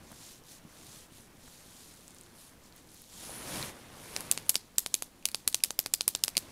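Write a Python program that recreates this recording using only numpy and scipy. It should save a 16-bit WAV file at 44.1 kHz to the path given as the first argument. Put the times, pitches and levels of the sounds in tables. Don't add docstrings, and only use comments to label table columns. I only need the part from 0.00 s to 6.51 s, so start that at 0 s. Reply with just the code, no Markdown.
import sys
import numpy as np
from scipy import signal
from scipy.fft import rfft, irfft, next_fast_len
from scipy.io import wavfile
from scipy.ndimage import uniform_filter1d

SR = 44100
rng = np.random.default_rng(int(sys.argv[2]) if len(sys.argv) > 2 else 0)


def amplitude_ratio(level_db):
    exponent = np.asarray(level_db, float) / 20
    return 10 ** exponent


def digitize_waveform(pressure):
    field = np.atleast_2d(pressure).T
    bounded = np.clip(field, -1, 1)
    quanta = np.round(bounded * 32767).astype(np.int16)
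    wavfile.write(sys.argv[1], SR, quanta)


N = 287091

# frequency_hz, density_db
HUSH_SPECTRUM = [(20, 14), (150, 8), (250, 9.5), (400, -2), (1000, -4.5), (2000, -27.5), (4000, -18),
                 (10000, -10), (15600, -13), (16000, -64)]
HUSH_DB = -63

# time_s, level_db
SLEEVE_SPEED = [(0.0, -60.5), (.4, -64.5), (.76, -61.5), (1.16, -63.5), (2.82, -64), (3.07, -69.5),
                (3.236, -55), (3.42, -49.5), (3.57, -42), (3.685, -48.5), (3.715, -55.5), (3.9, -56),
                (4.05, -54), (4.2, -49), (4.39, -54.5), (4.61, -65), (6.11, -65), (6.51, -56)]
# frequency_hz, density_db
CLOTH_SPECTRUM = [(150, -26), (250, -9), (526, -2), (626, -3.5), (1050, -5), (1280, -6.5), (2330, -9),
                  (6000, -18.5), (7800, -75.5), (13200, -120)]
# frequency_hz, density_db
DRAG_SPECTRUM = [(24, -32), (40, -6), (102, -0.5), (317, -2), (409, -7.5), (436, -7), (500, -11),
                 (650, -21), (1100, -120)]
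SLEEVE_STILL_DB, DRAG_DB, DRAG_EXPONENT = -63, -63, 0.81
# fastest_s, rise_s, fall_s, level_db
WEAVE_SLIDES = [
    (3.38, .2, 0.077, -46.5),
    (3.54, .08, 0.15, -51),
    (4.12, .17, .24, -65),
]
# frequency_hz, density_db
WEAVE_SPECTRUM = [(7500, -47), (9000, -13), (10300, -6), (11500, -18), (13500, -46)]

# fastest_s, rise_s, fall_s, level_db, sheen_over_hair_db
HAND_STROKES = [(.3, 0.31, 0.11, -53.5, -1), (.52, 0.085, 0.083, -54.5, 2.5), (.97, 0.33, 0.11, -54.5, 2),
                (1.17, 0.073, 0.12, -59, 6), (1.5, 0.15, 0.18, -59.5, 1), (1.82, 0.48, 0.41, -58, 3.5),
                (2.2, 0.22, 0.19, -63.5, 1), (2.41, 0.094, 0.15, -59, 8.5), (2.66, 0.059, 0.053, -61.5, -6),
                (2.78, .05, 0.086, -62.5, 1), (2.95, .1, 0.46, -60, 3.5), (3.265, .2, .05, -49, 1),
                (3.35, 0.15, 0.19, -52, 7.5), (3.56, .16, 0.18, -45, 7.5), (3.68, 0.16, .03, -51.5, 4),
                (3.76, 0.092, 0.32, -62.5, 7), (4.17, 0.29, 0.25, -53, 7.5), (4.38, 0.2, .22, -61, 7),
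                (4.93, .15, .1, -63, 0), (5.04, 0.034, 0.055, -59.5, 5), (5.38, .05, .1, -61.5, -8),
                (5.6, .15, .2, -71, 0), (6.2, 0.56, .15, -66, -4), (6.5, 0.27, 0.11, -63.5, 7)]
# frequency_hz, density_db
HAIR_SPECTRUM = [(1500, -14), (2500, -11.5), (3200, -6), (4000, -4.5), (5000, -5.5), (6800, -3.5),
                 (9000, -7), (12000, -12.5), (15600, -18), (16000, -70)]
# frequency_hz, density_db
SHEEN_SPECTRUM = [(6500, -39), (8500, -2.5), (10300, 1), (12000, -3), (14000, -11), (15600, -18),
                  (16000, -47)]
STROKE_BEND, RESTING_DB = 0.78, -70

# start_s, peak_db, pitch_hz
STRAND_SLIPS = [(0.1184, -35, 10100), (0.193, -46, 4490), (0.378, -48, 5550), (0.4386, -46, 5650),
                (1.1124, -58.5, 10900), (1.6062, -44, 7140), (1.8846, -43, 7930), (1.9394, -40, 8000),
                (2.0086, -41.5, 9190), (2.08, -34, 7800), (2.1071, -38, 8480), (2.147, -36.5, 8900),
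                (2.168, -49, 4280), (2.1854, -37, 7250), (2.21, -57, 6340), (2.2117, -33, 8700),
                (2.2356, -40, 7480), (2.2634, -47, 4110), (2.725, -43.5, 4340), (2.7631, -37, 10900),
                (2.8734, -51, 7880), (2.8908, -46, 5290), (2.9178, -46, 6250), (2.9178, -40, 10700),
                (2.9452, -37, 11300), (2.9754, -45, 7350), (3.019, -35, 11000), (3.0405, -44, 4220)]
# start_s, peak_db, pitch_hz
SOFT_KNOCKS = [(0.117, -38, 180), (0.125, -51, 128), (0.65, -34, 186), (0.968, -42, 191), (1.12, -42, 175),
               (1.38, -48, 88.8), (1.478, -47, 130), (3.294, -25.5, 710), (3.47, -43, 105),
               (3.575, -30.5, 192), (3.605, -28.5, 128), (3.639, -32, 200), (.885, -42, 152),
               (1.68, -41, 220), (4.566, -40, 220), (5.473, -32, 250), (6.076, -32.5, 300),
               (6.37, -36, 150),
               (.105, -40, 600), (.115, -33, 1100), (0.123, -36, 800), (0.129, -34, 1500), (.65, -42, 500),
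             (.97, -52, 1800), (1.479, -35.5, 1500), (6.3722, -27, 620), (6.378, -30, 507),
             (4.5555, -31.5, 600), (4.942, -30, 408), (5.4765, -19.5, 1380), (5.791, -23.5, 715),
             (6.08, -23.5, 930)]

# delay_ms, level_db
REFLECTIONS = [(5.6, -24), (7.1, -16.5), (9.4, -14), (12.4, -26), (15.5, -43), (21, -25), (23.5, -43),
               (30, -48), (38, -36)]
# frequency_hz, t60_s
DECAY_TIMES = [(200, 0.16), (2000, 0.33), (6000, 0.27), (14000, 0.17)]
# frequency_hz, level_db
SIDE_SPECTRUM = [(200, -10), (1500, -15.5), (2800, -9.5), (4300, -3.5), (5800, -5), (7500, -1.5),
                 (10000, -1), (13000, 0.5), (15700, -8.5), (16100, -39)]

# centre_hz, width_hz, level_db
BARREL_MODES = [(2280, 840, -0.5), (4700, 2900, 7), (5500, 3280, 4.5), (6330, 1220, -2.5),
                (9730, 1400, -8.5), (12650, 2150, 3), (13900, 2600, -3)]
# start_s, peak_db, high_mode_hz, body_db, body_mode_hz
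PRESSES = [(4.3126, -8.5, 9050, -13.5, 5900), (4.4927, -8, 11170, -25, 6200),
           (4.782, -6, 7700, -20.5, 5070), (4.941, -9.5, 10100, -11, 6650),
           (5.254, -11.5, 11570, -12.5, 6430), (5.476, -9, 9600, -17.5, 4350),
           (5.6364, -8, 10500, -12, 4940), (5.7897, -8.5, 11940, -14.5, 5070),
           (5.9367, -10, 7800, -25, 6200), (6.0782, -8, 9600, -14.5, 5120), (6.2367, -9.5, 8960, -12, 5000),
           (6.368, -10.5, 9130, -6, 4600)]
# start_s, peak_db, high_mode_hz, body_db, body_mode_hz
RELEASES = [(4.1629, -18, 9800, -7, 5300), (4.2056, -28.5, 10700, -21, 4220), (4.375, -22, 9150, -3, 2800),
            (4.5545, -12.5, 10050, -3, 4800), (4.8611, -18, 9650, -10, 4120),
            (5.0219, -22, 10500, -14, 6050), (5.3452, -16.5, 9960, -7.5, 4560),
            (5.544, -11, 10100, -8, 6030), (5.7054, -20, 9600, -10.5, 5900),
            (5.8602, -19, 10500, -7.5, 2900), (6.0077, -16, 10200, -5.5, 4150),
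            (6.1494, -15.5, 8100, -7.5, 4270), (6.2796, -16.5, 10400, -10, 5040)]
# start_s, peak_db, high_mode_hz, body_db, body_mode_hz
REBOUNDS = [
    (4.4958, -15, 8550, -12.5, 5500),
    (5.939, -18.5, 7800, 18, 4900),
    (6.377, -15.5, 10200, -13, 4500),
]
# start_s, peak_db, pitch_hz
FAINT_TOUCHES = [
    (3.4625, -46, 2770),
    (3.627, -20.5, 4100),
    (3.693, -37, 2230),
    (3.7434, -58, 3180),
    (3.7758, -56, 2380),
    (4.7536, -52, 7170),
    (5.226, -45, 6950),
    (5.2876, -23.5, 9600),
    (5.3163, -36, 4470),
    (5.6043, -38, 2650),
                 (4.4638, -38, 9000), (4.4712, -38, 10000), (4.4849, -34, 9500), (4.5441, -17, 8600),
               (4.5494, -29, 8000), (4.76, -42, 5000), (5.2875, -27, 4500), (5.5275, -25, 9000),
               (5.84, -36, 6000), (6.353, -33, 2300), (6.3543, -35, 4500), (5.288, -34, 2500),
               (5.3165, -29, 9500), (5.528, -32, 4000), (5.605, -42, 5200), (5.2265, -44, 2600),
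               (3.6275, -33, 2350)]
PRESS_PUSH_DB, RELEASE_PUSH_DB, REBOUND_PUSH_DB, MOST_PUSH_DB = -41.5, -38.5, -49, -17
SNAP_SIZE, SNAP_LEAD_MS = 1024, 3

# frequency_hz, level_db
MIC_TOP_RESPONSE = [(15500, 0.5), (16300, -5), (17000, -37), (17300, -80)]


def unit(x):
    return x / np.sqrt(np.mean(x ** 2) + 1e-20)


def along(points, hz):
    f, value = np.transpose(points)
    return np.interp(np.log(hz + 1), np.log(f + 1), value)


def filtered(x, response):
    size = next_fast_len(len(x) + 4096)
    return irfft(rfft(x, size) * response(np.fft.rfftfreq(size, 1 / SR)), size)[:len(x)]


def mode(f, hz, width_hz):
    return 1j * f * width_hz / (hz * hz - f * f + 1j * f * width_hz)


def add(track, s, sound):
    part = track[round(s * SR):][:len(sound)]
    part += sound[:len(part)]


def friction_noise(spectrum, patchy_db, grit_db):
    z = signal.stft(rng.standard_normal(N), nperseg=256)[2]
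    patches = uniform_filter1d(rng.standard_normal(z.shape), 5, 0)
    patches = uniform_filter1d(patches, 10, 1)
    noise = signal.istft(z * amplitude_ratio(patchy_db * unit(patches)), nperseg=256)[1][:N]
    slips = amplitude_ratio(grit_db * unit(uniform_filter1d(rng.standard_normal(N), 24)))
    return unit(filtered(noise * slips, lambda f: amplitude_ratio(along(spectrum, f))))


def strokes(rows, still_db):
    t = np.arange(N) / SR
    power = amplitude_ratio(still_db) ** 2
    for s, rise_s, fall_s, db in rows:
        speed = np.interp(t, [s - rise_s, s, s + fall_s], [0, 1, 0])
        power = power + (amplitude_ratio(db) * speed ** STROKE_BEND) ** 2
    return np.sqrt(power)


def blip(db, hz, cycles, size):
    t = np.arange(size) / SR
    grain = 0.44 * rng.standard_normal(size) * np.exp(-t / 0.0007)
    envelope = (1 - np.exp(-t * hz * 2)) * np.exp(-t * hz / cycles)
    return amplitude_ratio(db) * envelope * (np.sin(2 * np.pi * hz * t) + grain)


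def hush():
    return amplitude_ratio(HUSH_DB) * friction_noise(HUSH_SPECTRUM, patchy_db=0.5, grit_db=4.0)


def sleeve():
    s, db = np.transpose(SLEEVE_SPEED)
    cloth = amplitude_ratio(np.interp(np.arange(N) / SR, s, db))
    drag = amplitude_ratio(DRAG_DB) * (cloth / amplitude_ratio(SLEEVE_STILL_DB)) ** DRAG_EXPONENT
    weave = strokes(WEAVE_SLIDES, -100) * amplitude_ratio(-2.5)
    return (cloth * friction_noise(CLOTH_SPECTRUM, patchy_db=1.2, grit_db=2.5)
            + drag * friction_noise(DRAG_SPECTRUM, patchy_db=1.0, grit_db=0.0)
            + weave * friction_noise(WEAVE_SPECTRUM, patchy_db=0, grit_db=-3))


def hair():
    body = strokes([row[:4] for row in HAND_STROKES], RESTING_DB)
    sheen_rows = [(*times, db + over_db) for *times, db, over_db in HAND_STROKES]
    sheen = strokes(sheen_rows, RESTING_DB + 2)
    return (body * amplitude_ratio(0.9) * friction_noise(HAIR_SPECTRUM, patchy_db=0.9, grit_db=3.0)
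            + sheen * amplitude_ratio(-8.5) * friction_noise(SHEEN_SPECTRUM, patchy_db=-0.5, grit_db=3.0))


def fingers():
    track = np.zeros(N)
    for s, db, hz in STRAND_SLIPS:
        add(track, s, blip(db + 6.5, hz, cycles=1.4, size=200))
    for s, db, hz in SOFT_KNOCKS:
        knock = blip(db + 5, hz, cycles=0.52, size=2000)
        add(track, s, filtered(knock, lambda f: 1 / (1 + 1j * f / 1500)))
    return track


def room(direct, sideways):
    t = np.arange(SR // 4) / SR
    scatter = rng.standard_normal(len(t))
    walls = np.zeros(len(t))
    for ms, db in REFLECTIONS:
        late = t - ms / 1000
        walls += amplitude_ratio(db) * (t >= ms / 1000) * np.exp(-np.abs(late) / 0.0006)
    walls = walls * scatter * amplitude_ratio(-13.0)
    clumps = amplitude_ratio(1.9 * unit(uniform_filter1d(scatter, size=180)))
    hz, frames, z = signal.stft(rng.standard_normal(len(t)), SR, nperseg=128)
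    decay = amplitude_ratio(-60 * frames / along(DECAY_TIMES, hz)[:, None])
    tail = clumps * signal.istft(z * decay, SR, nperseg=128)[1][:len(t)]
    build_up = np.clip(t / 0.0039, 0, 1) ** 2
    tail = amplitude_ratio(-18) * tail / np.linalg.norm(tail) * build_up
    return np.pad(direct, (0, len(t) - 1)) + signal.fftconvolve(sideways, walls + tail)


def contacts(burst_ms):
    ms = np.arange(SNAP_SIZE) / SR * 1000 - SNAP_LEAD_MS
    scrape = amplitude_ratio(-21) * (ms < 0) * (ms > -1.25)
    bounce = amplitude_ratio(-13) * np.exp(-((ms - burst_ms - 0.7) / 0.4) ** 2)
    window = (ms >= 0) * np.exp(-np.abs(ms / burst_ms) ** 3)
    burst = rng.standard_normal(SNAP_SIZE)
    for _ in range(3):
        steady = burst / np.sqrt(uniform_filter1d(burst ** 2, size=12) + 1e-12)
        z = rfft(window * steady)
        burst = irfft(z / np.sqrt(uniform_filter1d(np.abs(z) ** 2, size=30)), SNAP_SIZE)
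    burst = burst * window ** 0.5 * (ms >= 0)
    return burst / np.abs(burst).max() * 2 + (scrape + bounce) * rng.standard_normal(SNAP_SIZE)


def snap(burst_ms, top_db, db, high_hz, thump_db, body_db, body_hz):
    strength = amplitude_ratio(rng.normal(0, 1.5, len(BARREL_MODES)))

    def grip_db(hz):
        return (body_db + 15.5) * (hz < 6500) + top_db * (hz > 11000)

    def barrel(f):
        total = 0
        for k, (hz, width_hz, level_db) in enumerate(BARREL_MODES):
            gain = (-1) ** k * strength[k] * amplitude_ratio(level_db + grip_db(hz))
            total = total + gain * mode(f, hz, width_hz)
        return total

    def picked(f):
        return amplitude_ratio(9) * mode(f, high_hz, 1420) - amplitude_ratio(body_db + 19.5) * mode(f, body_hz, 550)

    def radiated(f):
        thin = (1j * f / (1600 + 1j * f)) ** 2
        return thin * (barrel(f) + picked(f))

    def to_walls(f):
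        return amplitude_ratio(along(SIDE_SPECTRUM, f) + 0.45 * grip_db(f)) * (1 + 0.11 * np.abs(picked(f)))

    ring = filtered(contacts(burst_ms), radiated)
    sideways = filtered(np.arange(SNAP_SIZE) == 135, to_walls)
    ms = np.arange(SNAP_SIZE) / SR * 1000 - SNAP_LEAD_MS
    force = np.exp(-((ms - 0.2) / 0.097) ** 2)
    push = filtered(force, lambda f: mode(f, 700, 1800))
    direct = ring / np.abs(ring).max() + amplitude_ratio(thump_db + 9.5) * push / np.abs(push).max()
    sideways = sideways * np.std(direct) / np.std(sideways)
    return amplitude_ratio(db + 4.5) * direct, amplitude_ratio(db + 4.0) * sideways


def pen():
    track = np.zeros(N)
    kinds = [(PRESSES, 1, 1.2, PRESS_PUSH_DB),  # rows, burst_ms, top_db, push_db
             (RELEASES, 0.73, -1.9, RELEASE_PUSH_DB),
             (REBOUNDS, 0.73, -1.9, REBOUND_PUSH_DB)]
    for rows, burst_ms, top_db, push_db in kinds:
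        for s, db, high_hz, body_db, body_hz in rows:
            thump_db = min(push_db - db, MOST_PUSH_DB)
            direct, sideways = snap(burst_ms, top_db, db, high_hz, thump_db, body_db, body_hz)
            add(track, s - 0.0019, room(direct, sideways))
    for s, db, hz in FAINT_TOUCHES:
        touch = blip(db + 3, hz, cycles=2, size=400)
        touch = filtered(touch, lambda f: 1j * f / (700 + 1j * f))
        add(track, s, room(touch, touch))
    return track


def scene():
    return (hush() + sleeve() + hair() + fingers() + pen())[None]


def band_limit(x):
    return signal.sosfilt(signal.butter(12, 17000, fs=SR, output="sos"), x)


def record(dry):
    rounded = dry[0] / (1 + np.abs(dry[0] / 0.48) ** 6) ** (1 / 6)
    mix = filtered(rounded, lambda f: amplitude_ratio(along(MIC_TOP_RESPONSE, f)))[None]
    return band_limit(mix)


dry = scene()
out = record(dry)
digitize_waveform(out)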